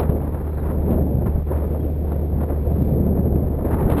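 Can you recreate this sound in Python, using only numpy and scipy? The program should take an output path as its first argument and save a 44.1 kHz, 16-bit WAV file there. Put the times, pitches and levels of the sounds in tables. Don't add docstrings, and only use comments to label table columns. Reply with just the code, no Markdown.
import sys
import numpy as np
from scipy.fft import rfft, irfft, next_fast_len
from scipy.io import wavfile
from scipy.ndimage import map_coordinates

SR = 44100
rng = np.random.default_rng(int(sys.argv[2]) if len(sys.argv) > 2 else 0)


def dump_mix(stems):
    frames = np.atleast_2d(stems).T
    limited = np.clip(frames, -1, 1)
    pcm = np.round(limited * 32767).astype(np.int16)
    wavfile.write(sys.argv[1], SR, pcm)


N = 176400
T = np.arange(N) / SR


def amp(db):
    return 10 ** (np.asarray(db) / 20)


def unit(x):
    return x / np.sqrt(np.mean(x ** 2) + 1e-20)


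def curves(rows):
    s, *cols = np.transpose(rows)
    return [np.interp(T, s, c) for c in cols]


def wobble(rate):
    return map_coordinates(rng.standard_normal(int(N * rate / SR) + 4), [T * rate])


def filtered(x, response):
    m = next_fast_len(N + SR // 4)
    return irfft(rfft(x, m) * response(np.fft.rfftfreq(m, 1 / SR)), m)[:N]


def noise(spectrum):
    hz, db = np.transpose(spectrum)
    response = lambda f: amp(np.interp(np.log(f + 1), np.log(hz + 1), db))
    return unit(filtered(rng.standard_normal(N), response))


def turbulent(spectrum, swirl, depth_db):
    return unit(noise(spectrum) * amp(depth_db * swirl))


# f/Hz, relative spectral density/dB
HISS_SPECTRUM = [(300, -4), (1500, -2), (2400, -4), (3000, -12.5), (3400, -9.5), (4300, -15), (5600, -17.5)]
# t/s, level/dB
HISS_LEVEL = [(0, -60.5), (1.4, -59), (1.7, -58.5), (2.0, -58), (2.4, -60), (2.87, -54.5), (3.1, -61.5),
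              (3.6, -60), (4, -63)]
def field_hiss():
    level_db, = curves(HISS_LEVEL)
    return amp(level_db) * noise(HISS_SPECTRUM)


# t/s, f/Hz, peak level/dB
BIRD_NOTES = [(.522, 4050, -64), (.553, 3950, -63), (.578, 4150, -61), (.603, 4000, -59), (.628, 3900, -70),
              (1.81, 3250, -58)]
def bird(half_width_s=0.0067, warble_hz=130):
    out = np.zeros(N)
    for s, hz, db in BIRD_NOTES:
        phase = 2 * np.pi * np.cumsum(hz + warble_hz * wobble(300)) / SR
        out += amp(db) * np.exp(-((T - s) / half_width_s) ** 2) * np.sin(phase)
    return out


# t/s, firing rate f/Hz, rms level of the fundamental/dB
ENGINE_DRONE = [(0, 75.34, -23), (.5, 75.42, -26), (.7, 74.7, -22.5), (1.2, 74.9, -22.5),
                (2.1, 75.06, -22.5), (2.6, 74.8, -22.5), (3.3, 75.63, -22.5), (4, 75.5, -28.5)]
# order, relative level/dB
FIRING_ORDERS = [(1, 0), (2, -12.5), (3, -30)]
def engine(drift_hz=0.29, waver_db=0.31):
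    hz, db = curves(ENGINE_DRONE)
    phase = 2 * np.pi * np.cumsum(hz + drift_hz * wobble(8)) / SR
    out = np.zeros(N)
    for order, order_db in FIRING_ORDERS:
        peak = np.sqrt(2) * amp(db + order_db + waver_db * wobble(2.3))
        out += peak * np.sin(round(order) * phase + rng.uniform(0, 2 * np.pi))
    return out


# t/s, 1/e half-width/s, shedding rate f/Hz, nominal peak level/dB
SHEDDING_SPELLS = [(.94, 0.047, 171.6, -21), (2.8, 0.019, 182.6, -19), (2.936, 0.024, 155, -17.5),
                   (3.019, 0.013, 200.2, -19.5), (3.075, 0.023, 206.9, -16)]
def vortex_shedding(wander_hz=22.06, waver_db=2):
    out = np.zeros(N)
    for s, half, hz, db in SHEDDING_SPELLS:
        phase = 2 * np.pi * np.cumsum(hz + wander_hz * wobble(60)) / SR
        envelope = np.exp(-((T - s) / half) ** 2)
        out += amp(db + waver_db * wobble(50)) * envelope * np.sin(phase)
    return out


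# t/s, peak level of the pulse/dB, half the trough-to-crest time/s
LARGE_EDDIES = [(0.098, -7.5, 0.0016), (1.267, -10, 0.0019), (1.355, -15, 0.0034), (2.823, -9, 0.0011),
                (3.196, -14, 0.00096), (3.36, -10.5, 0.0012), (3.859, -12, 0.0029), (3.922, -13, 0.0023)]
# f/Hz, relative spectral density/dB
CRACK_SPECTRUM = [(300, 1.5), (900, 1), (2000, -18.5), (3500, -25.5), (5500, -33.5)]
def eddy_thumps(crack_relative_db=-24.5, crack_decay_s=0.0034):
    out = np.zeros(N)
    for s, db, half in LARGE_EDDIES:
        u = (T - s) / half
        pulse = u * np.exp((1 - u ** 2) / 2)
        crack_envelope = amp(crack_relative_db) * np.exp(-np.abs(T - s) / crack_decay_s)
        out += amp(db) * (pulse + crack_envelope * noise(CRACK_SPECTRUM))
    return out


# t/s, half-width/s, then gain/dB of buffet, flutter, rasp and crackle
PUFF_GAINS = [(.585, .015, 0, 2, 6, 2), (.659, .015, 2, 2, 7, 6), (.927, .03, 4, 4, 4, 17),
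              (1.27, .014, 1, 3, 10, 12), (1.76, .014, 0, 4.5, 10, 8), (2.122, .01, 1, 2.5, 3, 3),
              (2.422, .017, 5, 3, 9, 16), (2.515, .014, 1, 7, 8, 9), (3.16, .015, 0, 1, 5, 0),
              (3.655, .006, 0, 0, 3, 8), (3.73, .024, 0, 0, 6, 10), (3.805, .018, 0, 2, 2, 3),
              (3.925, .014, 1, 1, 3, 4)]
def puffs():
    return sum(np.outer(gains, np.exp(-((T - s) / half) ** 4)) for s, half, *gains in PUFF_GAINS)


# t/s, then base level/dB of low buffet, mid flutter and rasp
GUST_LEVELS = [(0, -27.5, -20.5, -36), (.06, -27, -27.5, -39.5), (.115, -29, -30.5, -48),
               (.15, -24, -23, -46), (.23, -27.5, -34.5, -46.5), (.4, -30.5, -33.5, -44.5),
               (.55, -32, -37, -48.5), (.7, -26, -31, -40.5), (.8, -25.5, -29.5, -51), (.93, -25, -25, -44),
               (1.02, -22, -26, -50.5), (1.15, -24, -30, -57.5), (1.24, -22, -27, -47),
               (1.33, -35.5, -36, -49.5), (1.38, -24, -30.5, -48), (1.45, -38.5, -44, -59.5),
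               (1.5, -26, -27.5, -43), (1.57, -28, -30.5, -42), (1.7, -31, -31, -50),
               (1.85, -26.5, -31.5, -54), (1.96, -29.5, -33.5, -60), (2.12, -28.5, -30.5, -47),
               (2.28, -30, -34, -58), (2.38, -24.5, -30.5, -47.5), (2.47, -30, -32, -48.5),
               (2.56, -31, -30.5, -47), (2.62, -28, -36, -53), (2.68, -24.5, -27.5, -52.5),
               (2.76, -24, -31, -51.5), (2.82, -23, -31.5, -54), (2.93, -21, -27.5, -53.5),
               (3.07, -20, -27.5, -51), (3.17, -21.5, -27, -48.5), (3.3, -22, -29, -53),
               (3.38, -23, -25, -49.5), (3.5, -23.5, -32.5, -50.5), (3.62, -28.5, -26.5, -47),
               (3.7, -23.5, -24, -39), (3.78, -20.5, -27, -37), (3.86, -21, -25.5, -39),
               (4, -21, -25.5, -31.5)]
# t/s, base level/dB
CRACKLE_ENVELOPE = [(0, -52), (.07, -60.5), (.14, -71.5), (.7, -69), (1.1, -75), (1.42, -75), (1.57, -65),
                    (1.95, -73), (2.12, -66.5), (2.25, -72), (3.55, -76.5), (3.7, -65), (3.8, -60),
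                    (3.87, -61.5), (3.92, -49), (3.96, -50), (3.99, -45)]
# f/Hz, relative spectral density/dB
RUMBLE_SPECTRUM = [(10, -16), (22, -8.5), (42, 1), (60, -1), (90, -7), (160, -34), (400, -83)]
BUFFET_SPECTRUM = [(40, -27), (80, 0), (120, 2.5), (200, 0.5), (290, -5.5), (450, -20.5), (900, -49.5),
                   (2500, -86.5)]
FLUTTER_SPECTRUM = [(120, -30.5), (250, -2), (370, 3), (520, -1), (700, -7.5), (950, -22), (1500, -43.5),
                    (4000, -67)]
RASP_SPECTRUM = [(300, -19), (600, -1), (900, 4), (1300, -5), (2000, -14.5), (3000, -30.5), (4200, -39.5),
                 (5600, -42.5)]
CRACKLE_SPECTRUM = [(800, -18.5), (1600, -5), (2500, 3), (3700, -1), (5500, -24)]
def wind():
    base_db = np.array(curves(GUST_LEVELS) + curves(CRACKLE_ENVELOPE))
    buffet_db, flutter_db, rasp_db, crackle_db = base_db + puffs()
    rumble_db = -29.5 + 0.32 * (buffet_db - buffet_db.mean())
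    eddies = unit(wobble(190) + 0.84 * wobble(55))
    rumble = amp(rumble_db) * turbulent(RUMBLE_SPECTRUM, wobble(22), depth_db=2.0)
    buffet = amp(buffet_db - 0.24) * turbulent(BUFFET_SPECTRUM, eddies, depth_db=0.64)
    flutter_eddies = eddies + 0.6 * wobble(90)
    flutter = amp(flutter_db + 0.34) * turbulent(FLUTTER_SPECTRUM, flutter_eddies, depth_db=1.65)
    rasp = amp(rasp_db + 2.5) * turbulent(RASP_SPECTRUM, eddies, depth_db=2.5)
    crackle = amp(crackle_db) * turbulent(CRACKLE_SPECTRUM, eddies, depth_db=5.5)
    return rumble + buffet + flutter + rasp + crackle


def scene():
    return (wind() + eddy_thumps() + vortex_shedding() + engine() + bird() + field_hiss())[None]


HOLD_HZ, ANTI_ALIAS_HZ, TOP_HZ = 12000, 5550, 15200
def record(dry):
    band_limited = filtered(dry[0], lambda f: 1 / np.sqrt(1 + (f / ANTI_ALIAS_HZ) ** 60))
    with_images = band_limited * (1 + 2 * np.cos(2 * np.pi * HOLD_HZ * T))
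    return filtered(with_images, lambda f: np.sinc(f / HOLD_HZ) * (f < TOP_HZ))[None]


dry = scene()
out = record(dry)
dump_mix(out)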